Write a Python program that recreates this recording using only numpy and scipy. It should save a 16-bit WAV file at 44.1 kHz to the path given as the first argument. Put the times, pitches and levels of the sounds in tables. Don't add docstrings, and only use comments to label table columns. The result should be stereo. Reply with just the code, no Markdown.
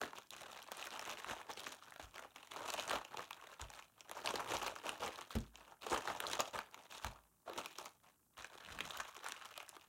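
import sys
import numpy as np
from scipy import signal
from scipy.io import wavfile

SR = 44100
rng = np.random.default_rng(int(sys.argv[2]) if len(sys.argv) > 2 else 0)


def inscribe(sig):
    pcm = np.round(np.clip(np.atleast_2d(sig).T, -1, 1) * 32767)
    wavfile.write(sys.argv[1], SR, pcm.astype(np.int16))


N = 435706
TIME = np.arange(N) / SR
EDGES = np.geomspace(45, 17000, 22)
CENTRES = np.sqrt(EDGES[1:] * EDGES[:-1])

# frequency in Hz, relative level in dB per Hz.
FLOOR_COLOUR = [(30, 4), (90, 8), (300, 4), (800, -22), (2500, -29), (5500, -14), (7500, -7), (16000, -8)]
# mode frequency in Hz, relative level in dB, t60 in seconds.
TABLE_MODES = [(54, -15, .65), (64, 2, .16), (92, .5, .15), (129, -1, .16), (217, 7, .12)]
# start in seconds, relative force in dB, contact time in seconds.
LANDINGS = [(2.025, -58, 0.0099), (3.612, -52, 0.0081), (5.352, -41.5, 0.0037), (7.045, -49, 0.0063),
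            (8.385, -70, 0.0061), (8.697, -63, 0.011), (8.971, -63, 0.014)]
# start in seconds, t60 in seconds, level in dB, pitch of the air inside in Hz.
BAG_PUSHES = [(0.015, 0.19, -49, 432), (7.493, 0.61, -58.5, 335)]
# frequency in Hz, relative level in dB per Hz.
FILM_COLOUR = [(60, -7.5), (150, -11), (300, -4.5), (550, 1), (850, 4), (1300, 1.5), (1950, -9), (2700, -3),
               (3600, -5.5), (4700, -14), (6500, -7.5), (9500, -15.5), (16000, -16)]
# start in seconds, length in seconds, rustle drive in dB, treble against middle in dB.
STROKES = [(0.004, 0.032, -40, -4.5), (0.148, 0.031, -48.5, 3), (0.312, 0.054, -48.5, 2.5),
           (0.4, 0.051, -49, -3), (0.482, 0.14, -48, -4), (0.66, 0.29, -44, -1.5), (0.92, 0.27, -42, -1),
           (1.258, 0.033, -40, -2), (1.306, 0.018, -35, -0.5), (1.36, 0.18, -56, -4),
           (1.491, 0.024, -44, -2), (1.557, 0.16, -44.5, 1.5), (1.81, 0.13, -57.5, 0),
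           (1.994, 0.0084, -41, -2.5), (2.13, 0.12, -50.5, -5.5), (2.346, 0.15, -54, -0.5),
           (2.493, 0.17, -44, -5), (2.646, 0.19, -41, 0.5), (2.862, 0.11, -37, -2),
           (3.103, 0.042, -46.5, -6.5), (3.179, 0.017, -40, -5), (3.306, 0.25, -55.5, -5),
           (3.59, 0.033, -43.5, -3.5), (3.706, 0.089, -49.5, -0.5), (3.953, 0.27, -61.5, -6.5),
           (4.104, 0.48, -47, -4.5), (4.237, 0.17, -39.5, -3), (4.407, 0.38, -46.5, -5.5),
           (4.477, 0.2, -38.5, -1), (4.828, 0.11, -43, -3.5), (4.994, 0.082, -37, -3),
           (5.14, 0.076, -46, 0.5), (5.302, 0.068, -46, 4.5), (5.526, 0.2, -59.5, -5),
           (5.808, 0.2, -43, -2), (5.915, 0.022, -31.5, -5.5), (6.026, 0.34, -41, -3),
           (6.308, 0.016, -37, 6.5), (6.389, 0.014, -31, -0.5), (6.529, 0.056, -40, -7),
           (6.707, 0.14, -54.5, -4), (6.893, 0.09, -47.5, 2), (7.012, 0.054, -44, 1),
           (7.096, 0.081, -59.5, -11), (7.456, 0.18, -48, -10), (7.573, 0.017, -36.5, 0.5),
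           (7.654, 0.19, -54.5, 5), (7.782, 0.069, -48, -2), (8.03, 0.052, -61.5, -3.5),
           (8.363, 0.081, -47, 0.5), (8.49, 0.13, -53.5, -4.5), (8.625, 0.17, -47, 0), (8.766, 0.3, -45, 0),
           (9.13, 0.2, -49.5, -2), (9.224, 0.076, -46.5, -2), (9.336, 0.29, -51, -1),
           (9.65, 0.17, -59.5, -3)]
# time in seconds, boost in dB.
LOW_BOOST = [(0.35, 8.5), (0.7, -4.5), (1.3, 3.5), (1.7, 6.5), (2.6, -2), (3.0, 3), (3.8, -6), (4.4, 3.5),
             (6.2, 2), (7.55, 0.5), (8.8, -4), (9.3, -18)]
# time in seconds, tightness from 0 (slack bag) to 1 (tight pack).
ON_PACK = [(1.7, .9), (2.5, .1), (3.5, .6), (4.2, 0), (5.1, 0), (5.15, .9), (5.9, 0), (7.9, 0), (8.4, 1)]
# start in seconds, relative level in dB.
POPS = [(1.922, -50), (1.961, -49), (8.7883, -42.5), (8.8062, -35)]
# start in seconds, level in dB, pitch of the buckling facet in Hz.
SNAPS = [(0.0147, -36.5, 1740), (0.1318, -46, 1360), (0.184, -45.5, 1380), (0.306, -46.5, 7100),
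         (0.334, -49, 2350), (0.574, -51.5, 2620), (0.7176, -41, 3000), (0.826, -45, 3070),
         (0.8707, -45.5, 2200), (0.994, -43.5, 5100), (1.095, -43, 1470), (1.113, -46, 3800),
         (1.198, -55.5, 4900), (1.2445, -41.5, 1530), (1.4142, -49.5, 2090), (1.5954, -46.5, 2560),
         (1.6673, -41, 1480), (1.723, -54, 2740), (1.824, -52.5, 2700), (2.1595, -51.5, 2580),
         (2.181, -48.5, 4040), (2.196, -55, 5000), (2.3605, -49.5, 2560), (2.5182, -46.5, 2420),
         (2.7027, -39, 3420), (2.7383, -39.5, 4020), (2.7505, -53, 4300), (2.79, -40, 1350),
         (2.8962, -38.5, 2080), (2.9126, -39, 3180), (2.9317, -35.5, 1330), (3.0495, -47.5, 1880),
         (3.1712, -42.5, 3100), (3.3083, -41.5, 2250), (3.3304, -48, 3620), (3.471, -53, 2740),
         (3.6148, -44, 3400), (3.7019, -50.5, 3330), (3.8241, -54, 3130), (4.0068, -50.5, 4640),
         (4.095, -49, 1190), (4.1133, -42, 1370), (4.2595, -37, 2240), (4.2737, -34, 2160),
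         (4.3072, -39, 1610), (4.3568, -36.5, 2440), (4.568, -39.5, 3000), (4.554, -39, 1690),
         (4.6685, -40, 1380), (4.68, -38, 1370), (4.7616, -43.5, 1620), (4.866, -40.5, 1290),
         (4.892, -36, 1690), (5.0061, -54, 1400), (5.0724, -44.5, 1300), (5.2105, -49.5, 3040),
         (5.306, -45.5, 1360), (5.5559, -50.5, 2650), (5.8657, -40, 1290), (5.9398, -44, 1450),
         (5.962, -38, 1040), (6.0752, -37.5, 1190), (6.203, -35.5, 2520), (6.2675, -39, 4100),
         (6.3329, -36.5, 2650), (6.3528, -43, 2570), (6.3965, -36, 2400), (6.4005, -32.5, 1040),
         (6.4045, -32, 3000), (6.556, -39.5, 1020), (6.589, -37, 1390), (6.744, -47.5, 2420),
         (6.923, -49, 1900), (7.0456, -37, 2150), (7.497, -44, 1060), (7.6593, -41.5, 4150),
         (7.7853, -42.5, 3020), (7.858, -45, 2200), (8.3707, -58, 1850), (8.445, -43.5, 2100),
         (8.9069, -42, 2900), (8.9731, -44, 5440), (9.0003, -39, 1880), (9.166, -53.5, 1940),
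         (9.263, -42, 1820), (9.2853, -43.5, 3860), (9.3208, -41, 3400), (9.5773, -44, 2780),
         (9.6021, -45.5, 2280), (9.6917, -48.5, 6300), (9.766, -50, 1280)]


def from_db(db):
    return 10 ** (np.asarray(db) / 20)


def rms_one(x):
    return x / np.sqrt(np.mean(x ** 2, axis=-1, keepdims=True) + 1e-20)


def in_time(rows):
    return np.interp(TIME, *np.transpose(rows))


def at_hz(points, hz):
    curve_hz, curve_db = np.transpose(points)
    return np.interp(np.log(hz), np.log(curve_hz), curve_db)


def low_pass(x, hz):
    return signal.sosfilt(signal.butter(1, hz, fs=SR, output="sos"), x)


def band(x, k):
    sos = signal.butter(2, EDGES[k:k + 2], "band", fs=SR, output="sos")
    return signal.sosfilt(sos, x + 1e-18)


def treble_share(hz):
    return .5 * np.tanh(2 * np.log(hz / 1900))


def drift(corner_hz):
    r = np.exp(-40 * np.pi * corner_hz / SR)
    slow = signal.lfilter([1], [1, -2 * r, r * r], rng.standard_normal(N // 20 + 2002))
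    slow = slow[2000:]
    return np.interp(np.arange(N) / 20, np.arange(len(slow)), rms_one(slow))


def place(times, sounds):
    out = np.zeros(N + sounds.shape[1])
    starts = np.clip(times * SR, 0, N - 1).astype(int)
    for at, sound in zip(starts, sounds):
        out[at:at + len(sound)] += sound
    return out[:N]


def floor(level_db=-76, side_share=0.32):
    out = 0
    for k, hz in enumerate(CENTRES):
        mid, side = band(rng.standard_normal((2, N)), k)
        out = out + from_db(at_hz(FLOOR_COLOUR, hz)) * (mid + side * [[1], [-1]] * side_share)
    return from_db(level_db) * rms_one(out)


def room(x, t60=.24, level_db=-16, wall_cut_hz=4600):
    t = np.arange(SR // 2) / SR
    tail = rng.standard_normal(len(t)) * from_db(-60 * t / t60) * (t > .004)
    tail = low_pass(tail, wall_cut_hz)
    return from_db(level_db) * signal.fftconvolve(x, tail / np.linalg.norm(tail))[:N]


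def dragging(level_db=-62.0, top_hz=260, middle_s=8.79, spread_s=0.096):
    sos = signal.butter(2, top_hz, fs=SR, output="sos")
    rumble = rms_one(signal.sosfilt(sos, rng.standard_normal(N)))
    swell = np.exp(-.5 * ((TIME - middle_s) / spread_s) ** 2)
    return from_db(level_db + 2 * drift(17)) * rumble * swell


def landings(second_end_s=0.01283, second_end_db=4.0, settle_s=0.052, settle_db=-4.5):
    s, force_db, contact_s = np.transpose(LANDINGS)
    t = np.arange(SR // 20) / SR
    push = np.sin(np.pi * np.minimum(t / contact_s[:, None], 1)) ** 2
    push = push / push.sum(axis=1, keepdims=True) * from_db(force_db)[:, None]
    force = place(s, push)
    force = force + from_db(second_end_db) * place(s + second_end_s, push)
    force = force + from_db(settle_db) * place(s + settle_s, push)
    out = 0
    for hz, mode_db, t60 in TABLE_MODES:
        r, w = from_db(-60 / (t60 * SR)), 2 * np.pi * hz / SR
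        ring = signal.lfilter([0, np.sin(w)], [1, -2 * r * np.cos(w), r * r], force + 1e-18)
        out = out + from_db(mode_db) * ring
    return out


def biscuits(level_db=-1.5, t60=0.3, fall_db=-2.0, damping=0.46, hard_s=0.0029):
    s, force_db, contact_s = np.transpose(LANDINGS)
    t = np.arange(SR // 4) / SR
    body_hz, knock = 200, 0
    for k in np.flatnonzero(CENTRES > body_hz):
        above = CENTRES[k] / body_hz
        noise = rms_one(band(rng.standard_normal((len(s), len(t))), k))
        decay_db = -60 * t / t60 * above ** damping
        knock = knock + noise * from_db(fall_db * np.log(above) + decay_db)
    hardness = (hard_s / contact_s[:, None]) ** 2
    return place(s, from_db(force_db + level_db)[:, None] * hardness * knock)


def hollow_bag(sharpness=8.3):
    out = 0
    for start, t60, level_db, hz in BAG_PUSHES:
        noise = band(rng.standard_normal(N), np.searchsorted(EDGES, hz) - 1)
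        air = rms_one(signal.lfilter(*signal.iirpeak(hz, sharpness, fs=SR), noise))
        after = TIME - start
        out = out + air * (after > 0) * from_db(level_db - 60 * np.abs(after) / t60)
    return out


def handling():
    rest_db, rest_crisp_db = -78.5, -9.5
    attack_s, swell_share = 0.0032, 0.11
    stop_db_per_s = 357
    lingering, settle_db_per_s = 0.21, 115
    power = np.full(N, from_db(rest_db) ** 2)
    crisp_sum = power * rest_crisp_db
    for start, length, drive_db, crisp_db in STROKES:
        span = slice(max(int(start * SR), 0), int((start + length + .5) * SR))
        t = TIME[span] - start
        after = np.maximum(t - length, 0)
        swell = np.clip(t / (attack_s + swell_share * length), 0, 1)
        stop = (1 - lingering) * from_db(-stop_db_per_s * after)
        settle = lingering * from_db(-settle_db_per_s * after)
        stroke = (from_db(drive_db) * swell * (stop + settle)) ** 2
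        power[span] += stroke
        crisp_sum[span] += stroke * crisp_db
    return 10 * np.log10(power), crisp_sum / power


def rubbing(rustle_db, crisp_db, bag_boom=0.15, pack_lift_db=2.5):
    level_db, patchy_db, dull_hz = -6.5, 1.5, 7500
    slips_per_s, tick_s, rush_s = 260, .001, .008
    slip_hz, slip_db, pack_hz, pack_db = 2000, 10, 1700, 6
    at = np.flatnonzero(rng.random(N) < slips_per_s / SR)
    strength = rng.exponential(1, len(at))
    fold_hz = slip_hz * 2 ** rng.uniform(-2.13, 2.17, len(at))
    powers = from_db(at_hz(FILM_COLOUR, CENTRES)) ** 2 * np.diff(EDGES)
    boom_db = in_time(LOW_BOOST) + bag_boom * (rustle_db + 42.5)
    on_pack = in_time(ON_PACK)
    hollow_hz = pack_hz * 2 ** (0.15 * drift(10))
    out = 0
    for k, hz in enumerate(CENTRES):
        slips = np.zeros(N)
        slips[at] = strength * from_db(slip_db * np.exp(-2 * np.log2(hz / fold_hz) ** 2))
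        tick = signal.lfilter([1], [1, -np.exp(-1 / (tick_s * SR))], slips + 1e-18)
        rush = signal.lfilter([1], [1, -np.exp(-1 / (rush_s * SR))], slips + 1e-18)
        friction = 3.5 * tick + rush + .5 * rush.mean()
        colour_db = crisp_db * (treble_share(hz) + 0.11) + boom_db / (1 + (hz / 520) ** 4)
        pack_peak_db = pack_db * np.exp(-(2 * np.log2(hz / hollow_hz)) ** 2)
        colour_db = colour_db + on_pack * (pack_peak_db + pack_lift_db)
        gain = np.sqrt(powers[k] / powers.sum()) * from_db(colour_db + patchy_db * drift(10))
        out = out + gain * rms_one(band(friction * rng.standard_normal(N), k))
    return from_db(rustle_db + level_db) * low_pass(out, dull_hz)


def buckles(facet_hz, focus_db=9.0, focus_octaves=1.0, tilt_db=5.0, uneven_db=5.5, ring_db=-14.0):
    t = np.arange(640) / SR
    crack, crack_s, t60, ring_cycles = 3.0, .0007, .02, 8.0
    facet_hz, out = facet_hz[:, None], 0
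    flip = 1 + crack * np.exp(-t / crack_s)
    for k, hz in enumerate(CENTRES):
        if hz < 200:
            continue
        draws = rng.standard_normal((len(facet_hz), len(t)))
        near = np.exp(-.5 * (np.log2(hz / facet_hz) / focus_octaves) ** 2)
        bright_db = tilt_db * np.log2(facet_hz / 1700) * treble_share(hz)
        level_db = at_hz(FILM_COLOUR, hz) + focus_db * near + bright_db + uneven_db * draws[:, -1:]
        decay_db = -60 * t / (t60 * (2000 / hz) ** 0.24)
        out = out + band(draws * flip * from_db(level_db + decay_db), k)
    ring = np.sin(2 * np.pi * facet_hz * t) * from_db(-60 * t * facet_hz / ring_cycles)
    out = rms_one(out) + from_db(ring_db) * rms_one(ring)
    return out / np.sqrt(np.mean(out[:, :176] ** 2, axis=1, keepdims=True))


def crackle(rustle_db, crisp_db, count=1300, facet_hz=2700, crowding=0.27):
    level_db, spread_db, spread_octaves = -7.5, 4.5, .75
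    at = (rng.random(count) * N).astype(int)
    size, facet = rng.standard_normal(count), rng.standard_normal(count)
    hz = facet_hz * 2 ** (spread_octaves * np.clip(facet, -2, 2) + 0.11 * crisp_db[at])
    worked_db = rustle_db[at] - crowding * np.maximum(rustle_db[at] + 66.0, 0)
    gain = from_db(worked_db + level_db + spread_db * np.minimum(size, 1.6))
    return place(at / SR, gain[:, None] * buckles(np.minimum(hz, SR / 4)))


def pops(face_hz=2000, vary_octaves=0.16, t60=0.011, crack_db=-3.0):
    s, level_db = np.transpose(POPS)
    hz = face_hz * 2 ** (vary_octaves * rng.standard_normal(len(s)))
    t = np.arange(SR // 20) / SR
    ring = 2 * np.sin(2 * np.pi * hz[:, None] * t) * from_db(-60 * t / t60)
    gain = from_db(level_db)[:, None]
    return place(s, gain * ring) + place(s, gain * from_db(crack_db) * buckles(hz))


def snaps():
    s, level_db, facet_hz = np.transpose(SNAPS)
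    return place(s, from_db(level_db)[:, None] * buckles(facet_hz))


def scene(table_left_db=0.3):
    rustle_db, crisp_db = handling()
    on_pack = in_time(ON_PACK)
    table = landings() + biscuits() + dragging()
    table = table * from_db(table_left_db * np.array([[1], [-1]]))
    film = hollow_bag() + rubbing(rustle_db - 5 * on_pack, crisp_db)
    film = film + crackle(rustle_db + 3 * on_pack, crisp_db) + pops() + snaps()
    return floor() + room(film) + table + film


def record(dry, bass_hz=38, top_hz=15850):
    dry = signal.sosfilt(signal.butter(2, bass_hz, "high", fs=SR, output="sos"), dry)
    return signal.sosfilt(signal.ellip(10, .2, 80, top_hz, fs=SR, output="sos"), dry)


dry = scene()
out = record(dry)
inscribe(out)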